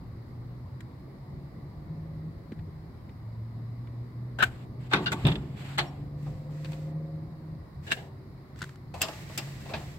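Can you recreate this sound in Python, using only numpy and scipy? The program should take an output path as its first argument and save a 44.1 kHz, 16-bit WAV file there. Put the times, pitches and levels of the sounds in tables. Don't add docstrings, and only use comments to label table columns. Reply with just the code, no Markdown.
import sys
import numpy as np
from scipy import signal
from scipy.fft import rfft, irfft, next_fast_len
from scipy.io import wavfile
from scipy.ndimage import uniform_filter1d

SR = 44100
rng = np.random.default_rng(int(sys.argv[2]) if len(sys.argv) > 2 else 0)


def digitize_waveform(pressure):
    field = np.atleast_2d(pressure).T
    bounded = np.clip(field, -1, 1)
    quanta = np.round(bounded * 32767).astype(np.int16)
    wavfile.write(sys.argv[1], SR, quanta)


def elevation(decibels):
    levels = np.asarray(decibels, float)
    return 10 ** (levels / 20)


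N = 440118

# start_s, peak_db, body_db, fizz_db, t60_s (body and fizz relative to the peak)
GRIP_HITS = [
    (4.3862, -37.5, 8, -3, 0.083),
    (4.3973, -37, -9, -34, 0.063),
    (4.4049, -32, -3, -26, 0.071),
    (4.4124, -34, -16, -38, 0.058),
    (4.419, -34.5, -2, -34, 0.056),
    (4.4243, -21, -34, -5, 0.043),
    (4.4335, -24, -9, -5, 0.032),
    (4.44, -29.5, -22, 0.5, 0.015),
]
HANDLE_HITS = [
    (4.9125, -41, 14, -32, .04),
    (4.9203, -42.5, 10, -23, 0.028),
    (4.9243, -32.5, 6, -27, 0.027),
    (4.9338, -20.5, 0.5, -12, 0.042),
    (4.944, -29, 5, -26, 0.03),
    (4.953, -32.5, 1.5, -46, 0.15),
    (5.118, -33, 5.5, 3, 0.034),
    (5.125, -34.5, 4, 3, 0.051),
]
KEEPER_HITS = [
    (5.059, -31, -15, -25, .05),
    (5.0655, -31.5, -11, -17, 0.07),
    (5.075, -35.5, -8, -25, 0.081),
]
LATCH_HITS = [
    (5.251, -34, 10.5, -17, 0.044),
    (5.267, -29, 4.5, -2, 0.045),
    (5.282, -32.5, 6, -29, 0.087),
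    (5.317, -38.5, -3, -32, 0.046),
    (5.355, -41, 3, -28, 0.028),
]
STOP_HITS = [
    (5.776, -36, 1, -30, .03),
    (5.781, -26, 0.5, -2.5, 0.03),
    (5.786, -21, -3, -14, 0.09),
]
SILL_HITS = [
    (7.8663, -51, -8, -2, .05),
    (7.8733, -47.5, 5, -4, 0.22),
    (7.9045, -40, -33, -33, 0.063),
    (7.9128, -32, -24, 0, 0.035),
    (7.9185, -28, -9, 1, 0.019),
    (7.9239, -31.5, -24, -2, 0.048),
    (7.9331, -53, -15, -1, .044),
    (7.9674, -52, 16, -34, 0.28),
]
PEDAL_HITS = [
    (8.5597, -57, 2, -10, .02),
    (8.5896, -53, -9, 4, .02),
    (8.608, -48, -8, -17, .015),
    (8.6181, -37, -8, -1, 0.02),
    (8.626, -37.5, -15, -12, 0.017),
    (8.638, -45, -20, -12, .015),
    (8.642, -43, -19, -3, 0.0098),
    (8.6924, -47.5, -22, -6, 0.011),
    (8.7577, -54.5, -23, -3, 0.0088),
]
SEAT_HITS = [
    (9.009, -42, 11, -25, 0.018),
    (9.0158, -26, -13, 12, .03),
    (9.024, -31.5, 7, -19, 0.11),
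    (9.0834, -44, 16, -17, 0.039),
    (9.1318, -54, 5, -13, 0.047),
    (9.2889, -63, 5, -10, .03),
    (9.2949, -55.5, 17, -12, .03),
    (9.3758, -31.5, -6, 8.5, 0.041),
    (9.383, -36, 3, -16, 0.082),
    (9.4705, -59, 17, -10, .03),
]
CAB_HITS = [(6.2255, -69, -5, 9, .04), (6.261, -63, 21.5, -10, .08), (6.6456, -48, -20, -3, 0.022),
            (6.6541, -50, -20, -11, 0.037), (6.7179, -54, 10, 3, .03), (6.7299, -51, 2, -8, 0.033),
            (8.939, -49, 18, 3, .12), (8.945, -61, -5, 10, 0.024), (9.654, -59, 22, -40, .12),
            (9.6905, -54, 17, -33, 0.045), (9.696, -52, 19, -33, 0.2), (9.7355, -38, 10, -33, 0.15)]
STEP_HITS = [
    (.805, -53, 3, 4, .025),
    (2.519, -57, 2, -4, .04),
    (2.59, -63, -8, -8, .03),
    (3.092, -63, -10, -14, .03),
    (3.871, -61, -10, -8, .03),
]

# frequency_hz, width_hz, level_db
SPINDLE_MODES = [(760, 200, 14), (1120, 200, -20), (1480, 160, 4), (1740, 410, 1), (2800, 380, -8),
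                 (4000, 650, -17)]
LEVER_MODES = [(727, 180, -3), (890, 49, -4), (1127, 84, -3.5), (1304, 82, -4), (1540, 200, 6),
               (1980, 83, -1), (2120, 260, 2.5), (2500, 200, 0), (3360, 120, -4), (3600, 140, 0.5),
               (4100, 910, -5)]
SPRING_MODES = [(754, 200, -7), (1150, 220, -9), (1423, 33, 1), (1540, 61, 3), (2820, 100, -3),
                (3300, 130, -11), (3590, 94, -5), (4530, 470, -8)]
CATCH_MODES = [(695, 425, 12.5), (1300, 510, 6), (1750, 230, 0.5), (2800, 520, 9), (3470, 260, 9.5),
               (3870, 350, 2.5), (4760, 1100, -0.5)]
STRAP_MODES = [(788, 140, 4.5), (340, 34, -2.5), (1050, 22, -9), (1500, 890, -5), (1960, 1200, 12.5),
               (2570, 270, 2), (3194, 620, 3), (4360, 490, 5)]
PLATE_MODES = [(660, 340, 11), (1030, 160, -6.5), (1660, 87, 5.5), (2370, 200, 0), (2750, 130, 2),
               (3920, 720, -1)]
ARM_MODES = [(790, 370, 1), (1150, 270, 6), (1340, 250, 2.5), (1750, 1050, 6.5), (2680, 280, -6),
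             (3870, 1600, -2)]
RAIL_MODES = [(335, 45, -1.5), (646, 68, 0), (855, 56, -2.5), (1150, 220, -1), (1760, 660, -13),
              (2720, 210, 2.5), (3540, 700, 0), (5020, 280, -1.5), (7400, 350, -6)]
TRIM_MODES = [(704, 170, 3), (1150, 440, -4), (1670, 320, -6), (2600, 300, 1.5), (3370, 1300, 0.5),
              (4400, 1200, -3)]
SOLE_MODES = [(850, 900, 0), (1300, 600, 4), (1920, 400, 11), (3900, 900, 4)]
# frequency_hz, width_hz, level_db
PANEL_MODES = [(123, 67, 0), (158.2, 8.9, -0.5), (207, 17, -7.5), (287, 24, -9.5), (366, 39, -8),
               (451, 140, -12.5)]
# frequency_hz, width_hz, level_db
FIZZ_MODES = [(7640, 1900, 12), (8400, 150, 4), (11650, 1500, -2.5), (14800, 1100, -14)]

# start_s, peak_db, pitch_hz, t60_s
KNOCKS = [(4.3965, -26, 1500, .03), (4.4052, -25, 1550, .03), (4.4203, -23, 1500, .02),
          (4.4287, -13.5, 1580, 0.028), (4.436, -26, 1480, .018), (4.3882, -27, 1500, .02),
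          (4.9343, -14, 2560, .003), (4.941, -19, 1150, .02), (5.2515, -28, 3600, 0.028),
          (8.6173, -28, 1450, .02), (8.643, -32, 1450, .015), (4.427, -20, 1490, 0.011),
          (4.4334, -9, 1500, .011), (4.9336, -12, 1390, 0.0062), (4.9365, -25, 1460, .008),
          (5.066, -39, 1440, 0.054), (5.066, -37, 2820, .06), (5.2675, -24.5, 3580, 0.027),
          (5.281, -28, 3600, 0.027), (5.3165, -37, 3600, .03), (5.3545, -44, 3590, 0.026),
          (7.9185, -18, 1660, 0.028), (7.9187, -18, 2750, 0.017), (7.914, -29, 2500, .015),
          (7.925, -20, 1720, 0.018), (9.0173, -26, 2650, 0.011)]
# start_s, peak_db
THUDS = [(4.934, -35), (5.116, -29), (5.245, -11), (5.253, -15.5), (5.26, -13.5), (5.266, -29),
         (5.281, -17.5), (5.296, -22), (5.314, -24), (5.354, -30), (5.373, -33), (5.7813, -34.5),
         (8.6188, -32), (9.023, -35), (9.738, -32)]
# start_s, peak_db
RAPS = [
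    (2.519, -28),
    (4.934, -23),
    (4.94, -25),
    (4.97, -24),
    (4.989, -28),
    (5.026, -30),
    (5.14, -29),
]
# start_s, level_db
TUGS = [
    (4.929, -25.5),
    (5.099, -33.5),
    (5.24, -25.5),
]

# start_s, length_s, first_db, last_db
GRINDS = [(4.45, 0.083, -36.5, -86), (4.51, 0.14, -58.5, -61.5), (4.8, 0.081, -62, -57),
          (4.9, 0.04, -56, -40), (4.97, 0.084, -57, -44), (5.085, 0.049, -66, -37), (5.14, 0.13, -52, -47),
          (5.29, 0.14, -41, -63), (5.42, 0.16, -61, -61), (5.57, 0.062, -54, -45.5),
          (5.64, 0.13, -48, -49.5), (5.81, 0.075, -47, -54), (5.885, .2, -57.5, -74)]
# start_s, length_s, first_db,
# last_db
RUBS = [(6.17, 0.1, -71, -60), (6.27, .22, -60.5, -71.5), (6.5, 0.25, -63.5, -55.5),
        (6.75, 0.17, -58, -66.5), (8.56, 0.049, -64, -53), (8.62, 0.14, -53, -69), (8.95, 0.079, -56, -51),
        (9.03, 0.218, -46, -51.5), (9.25, 0.125, -53.5, -48), (9.39, 0.23, -47, -55),
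        (9.61, 0.12, -55, -49.5), (9.74, 0.24, -49, -57),
        (7.83, .09, -60, -50),
    (7.92, .17, -48, -68),
]
# start_s, length_s, pitch_hz, level_db
SQUEAK = (5.835, .075, 5530, -62)
# frequency_hz, density_db
GRIT_COLOUR = [(350, -29), (500, -25), (730, -5.5), (1200, -10), (1900, -6), (3100, -10), (4500, -15.5),
               (6000, -28), (7700, -17), (9600, -37), (11200, -26.5), (16000, -36)]
# frequency_hz, density_db
RUB_COLOUR = [(350, -29), (500, -15.5), (730, -18), (1200, -20), (1900, -9.5), (3100, -17.5), (4500, -17.5),
              (6000, -22), (6900, -23.5), (7600, -18), (8500, -26), (9800, -31.5), (12500, -27.5),
              (16000, -31)]

# time_s, firing_pitch_hz, effort_db
GEARS = [
    [(0.0, 113.7, -47.5), (0.8, 127.4, -42), (1.4, 140, -51), (1.94, 156, -38.5), (2.3, 158.4, -43),
     (2.75, 157.7, -46.5), (2.95, 161, -44)],
    [(3.15, 107.3, -15), (3.24, 110.7, -36.5), (3.9, 118.6, -41.5), (4.3, 121.2, -35.5), (4.7, 123, -42.5),
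     (5.45, 129.6, -39.5), (5.9, 142.6, -40), (6.25, 146.2, -36), (7.1, 156.1, -37), (7.3, 157.4, -43.5),
     (7.7, 156, -42.5)],
]
# multiple_of_firing_pitch, level_db, slope_db_per_db_of_effort
UPPER_ORDERS = [(2, 3.5, .4), (2.5, -5, 1.5), (3, -7, 1.5), (3.5, 4.5, 2), (4.5, -4, 1.2)]
# time_s, pitch_hz, level_db
DRONE = [(7.85, 391.4, -55), (8.3, 380, -62), (8.9, 369, -59.5)]
# time_s, pitch_hz, level_db
BOOM = [(7.7, 140, -37.5), (8.3, 139, -49), (8.9, 138.5, -49.5), (9.4, 139, -47), (9.98, 139.5, -38.5)]

# time_s, level_db
SWELL = [(0.0, 2), (1.5, 2.5), (3.201, 1), (4.699, 3), (5.6, 4), (7.4, 2), (8.7, -0.5), (9.98, 3.5)]
# frequency_hz, density_db
RUMBLE_COLOUR = [(12, -68), (20, -17), (64, -3), (104, -4), (164, -11.5), (244, -18), (374, -20.5),
                 (408, -26.5), (492, -26.5), (1200, -34.5), (1560, -91.5), (2640, -120)]
# frequency_hz, density_db
AIR_COLOUR = [(700, -30), (1000, 0), (1300, -4), (1650, -8), (1950, -3), (2250, -8), (2500, -16),
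              (3400, -19), (3900, -12), (5100, -14), (5600, -25), (10000, -27), (12500, -23), (16000, -27)]
# frequency_hz, correlation
LIKENESS = [(60, .96), (130, .96), (290, .87), (640, .4), (1400, .1), (3100, -.1), (6800, -.1), (15000, 0)]
# frequency_hz, left_over_right_db
PORTS = [(300, 0), (700, .5), (1300, 2.5), (2400, -.5), (4400, -3), (8100, -2.5), (13000, 2)]

EDGE_HZ = 15900

# hits, modes, far_ear_gain, snap_gain, air_db
PARTS = [
    (STEP_HITS, SOLE_MODES, .3, .1, 0.1),
    (GRIP_HITS, SPINDLE_MODES, -.1, .9, 0.1),
    (HANDLE_HITS, LEVER_MODES, -.5, 1.5, -3.0),
    (KEEPER_HITS, SPRING_MODES, -.1, .4, -6.0),
    (LATCH_HITS, CATCH_MODES, -.9, 1.5, -4.0),
    (STOP_HITS, STRAP_MODES, -.5, 1.5, -9.0),
    (PEDAL_HITS, ARM_MODES, .5, 1.5, -6.0),
    (SILL_HITS, PLATE_MODES, -.5, .3, -3.0),
    (CAB_HITS, TRIM_MODES, .5, .9, 0.1),
    (SEAT_HITS, RAIL_MODES, .3, 1.5, 3.0),
]


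def evened(x):
    return x / np.sqrt(np.mean(x ** 2) + 1e-20)


def read(points, hz):
    f, value = np.transpose(points)
    return np.interp(np.log(hz + 1), np.log(f + 1), value)


def add(mix, start_s, sound):
    part = mix[:, round(start_s * SR):][:, :sound.shape[-1]]
    part += sound[..., :part.shape[1]]


def curves(rows):
    s, *columns = np.transpose(rows)
    t = np.arange(s[0], s[-1], 1 / SR)
    return s[0], [np.interp(t, s, c) for c in columns]


def wander(size, hz):
    full = next_fast_len(size)
    spectrum = rfft(rng.standard_normal(full))
    lowpass = 1 + (np.fft.rfftfreq(full, 1 / SR) / hz) ** 2
    return evened(irfft(spectrum / lowpass, full)[:size])


def noise(colour, patchy_db):
    hz = np.fft.rfftfreq(1024, 1 / SR)
    a, b, c, d, patches = rng.standard_normal((N // 256 + 5, 513, 5)).T
    patches = uniform_filter1d(patches, size=8, axis=0)
    patches = evened(uniform_filter1d(patches, size=14, axis=1))
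    same = np.clip(read(LIKENESS, hz), -1, 1)[:, None]
    left = a + 1j * b
    right = same * left + np.sqrt(1 - same ** 2) * (c + 1j * d)
    level = elevation(read(colour, hz)[:, None] + patchy_db * patches) * (hz < EDGE_HZ)[:, None]
    z = np.array([left, right]) * level
    return evened(signal.istft(z, nperseg=1024, noverlap=768)[1][:, :N])


def ring(drive, modes):
    out = 0
    for k, (hz, width, db) in enumerate(modes):
        pole = np.exp((2j * np.pi * hz - np.pi * abs(width)) / SR)
        mode = signal.lfilter([0, pole.imag], [1, -2 * pole.real, abs(pole) ** 2], drive)
        out = out + (-1) ** k * elevation(db) * np.sqrt(1 - abs(pole)) * mode
    return out / abs(out).max()


def tone(hz, rough):
    flutter = 1 + rough * (wander(len(hz), 11.8) + 1j * wander(len(hz), 0.87))
    wave = (flutter * np.exp(2j * np.pi * np.cumsum(hz) / SR)).real
    return evened(wave) * signal.windows.tukey(len(hz), .08)


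def hit(row, modes, far_ear, snap, air_db):
    start_s, peak_db, body_db, fizz_db, t60_s = row
    body_lingers, fizz_rate, split_hz = 2.1, 0.86, 1300
    t = np.arange(round(.24 * SR)) / SR
    both, rattle, *apart = rng.standard_normal((4, len(t)))
    apart, ears = np.array(apart), np.array([[1], [far_ear]])
    grains = elevation(0.5 * evened(uniform_filter1d(rattle, size=90)))
    burst = (both * ears + apart) * grains * (1 - np.exp(-t / 0.0014))
    burst = burst + snap * ears * np.exp(-t / 0.00013)
    decay = elevation(-60 * t / max(t60_s, .01)) + elevation(-36 - 60 * t / .3)

    part = ring(burst * decay, [m for m in modes if m[0] > split_hz])
    crack = ring(ring(burst * decay, [(2750, 2200, 0)]), [(2500, 7100, 0)])
    push = (both + .55 * apart) * decay ** (1 / body_lingers) * (1 - np.exp(-t / 0.002))
    body = ring(push, [m for m in modes if m[0] <= split_hz])
    airy = [(f, w, g + air_db * (f > SR / 4)) for f, w, g in FIZZ_MODES]
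    fizz = ring(np.diff(burst * decay ** fizz_rate, prepend=0), airy)
    fizz_gain = elevation(fizz_db + np.array([[-1.5], [1.5]]))
    return start_s, elevation(peak_db) * (4.33 * part + 1.93 * crack + elevation(body_db) * body + fizz_gain * fizz)


def knocks():
    out, t = np.zeros((2, N)), np.arange(SR // 20) / SR
    for start_s, db, hz, t60_s in KNOCKS:
        add(out, start_s, -elevation(db - 60 * t / t60_s) * np.sin(2 * np.pi * hz * t))
    return out


def thuds():
    out, t = np.zeros((2, N)), np.arange(SR // 2) / SR
    thud = ring(np.diff(t * np.exp(-t / 0.0024), prepend=0), PANEL_MODES)
    for start_s, db in THUDS:
        add(out, start_s, -elevation(db) * thud)
    damped = [(f, 2.8 * w, g) for f, w, g in PANEL_MODES[2:]]
    rap = ring(np.diff(t * np.exp(-t / 0.0012), prepend=0), damped)
    for start_s, db in RAPS:
        add(out, start_s, -elevation(db) * rap)
    return out


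def shudder():
    rise_s, t60_s = 0.0085, 0.81
    out, t = np.zeros((2, N)), np.arange(SR // 2) / SR
    for start_s, db in TUGS:
        skin = evened(ring(rng.standard_normal(len(t)), PANEL_MODES[1:]))
        add(out, start_s, np.minimum(t / rise_s, 1) * elevation(db - 60 * t / t60_s) * skin)
    return out


def drag(strokes, colour, grain_db):
    level = np.zeros((2, N))
    for start_s, length_s, first_db, last_db in strokes:
        add(level, start_s, elevation(np.linspace(first_db, last_db, num=round(length_s * SR))))
    edge = np.hanning(round(.04 * SR))
    level = abs(signal.oaconvolve(level, edge[None] / edge.sum(), "same"))
    return level * evened(noise(colour, patchy_db=0.5) * elevation(grain_db * wander(N, 85.0)))


def scrapes():
    out = drag(GRINDS, GRIT_COLOUR, grain_db=0.5)
    out = out + drag(RUBS, RUB_COLOUR, grain_db=0.0)
    start_s, length_s, hz, db = SQUEAK
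    size = round(length_s * SR)
    envelope = np.interp(np.linspace(0, 1, num=size), [0, .6, 1], [.1, 1, 0]) ** 1.5
    add(out, start_s, elevation(db) * envelope * tone(np.full(size, hz), rough=.45))
    return out


def engine():
    upper_db, db_per_hz, full_hz = -22, 1.1, 152.8
    full_db = -37
    throb_share, throb_depth = .145, .5
    out = np.zeros((2, N))
    for rows in GEARS:
        start_s, (hz, effort_db) = curves(rows)
        rough = np.interp(start_s, [0, 3], [.7, .4])
        add(out, start_s, elevation(effort_db) * tone(hz, rough))
        shut_db = db_per_hz * np.minimum(hz - full_hz, 0)
        far_db = np.interp(start_s, [0, 3], [-4, 0])
        throb = 1 + throb_depth * np.cos(2 * np.pi * np.cumsum(throb_share * hz) / SR)
        for order, db, steep in UPPER_ORDERS:
            level_db = full_db + upper_db + far_db + db + steep * np.minimum(effort_db - full_db, 1)
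            level_db = level_db + (order > 2) * shut_db
            add(out, start_s, elevation(level_db) * throb * tone(order * hz, rough=0.2))
    start_s, (hz, db) = curves(DRONE)
    add(out, start_s, elevation(db) * tone(hz, rough=0.35))
    start_s, (hz, db) = curves(BOOM)
    add(out, start_s, elevation(db - 0.5) * tone(hz, rough=13.0))
    return out


def traffic():
    swell_db = np.interp(np.arange(N) / SR, *np.transpose(SWELL))
    low = noise(RUMBLE_COLOUR, patchy_db=1.5)
    deep = signal.sosfiltfilt(signal.butter(2, 100, fs=SR, output="sos"), low)
    roar = elevation(swell_db - 48.5) * evened(low - deep)
    gust_db = 2 * wander(N, 1.5)
    boom = elevation(swell_db - 52.5 + gust_db) * evened(deep)
    hiss = elevation(-63.5) * noise(AIR_COLOUR, patchy_db=1.0)
    return roar + boom + hiss


def scene():
    mix = engine() + traffic() + scrapes() + shudder() + thuds() + knocks()
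    for rows, modes, far_ear, snap, air_db in PARTS:
        for row in rows:
            add(mix, *hit(row, modes, far_ear, snap, air_db))
    return mix


def top_cut(x):
    return signal.sosfilt(signal.butter(12, 17000, fs=SR, output="sos"), x)


def record(dry):
    hz = np.fft.rfftfreq(N, 1 / SR)
    lead_s = 4 / SR / (1 + (hz / 2000) ** 2)
    tilt = elevation(read(PORTS, hz) / 2) * np.exp(1j * np.pi * hz * lead_s)
    ports = irfft(rfft(dry) * [tilt, 1 / tilt], N)
    cut = signal.sosfilt(signal.butter(2, 42.0, "high", fs=SR, output="sos"), ports)
    cut = signal.sosfiltfilt(signal.cheby2(10, 30, EDGE_HZ * 1.065, fs=SR, output="sos"), cut)
    return top_cut(cut)


dry = scene()
out = record(dry)
digitize_waveform(out)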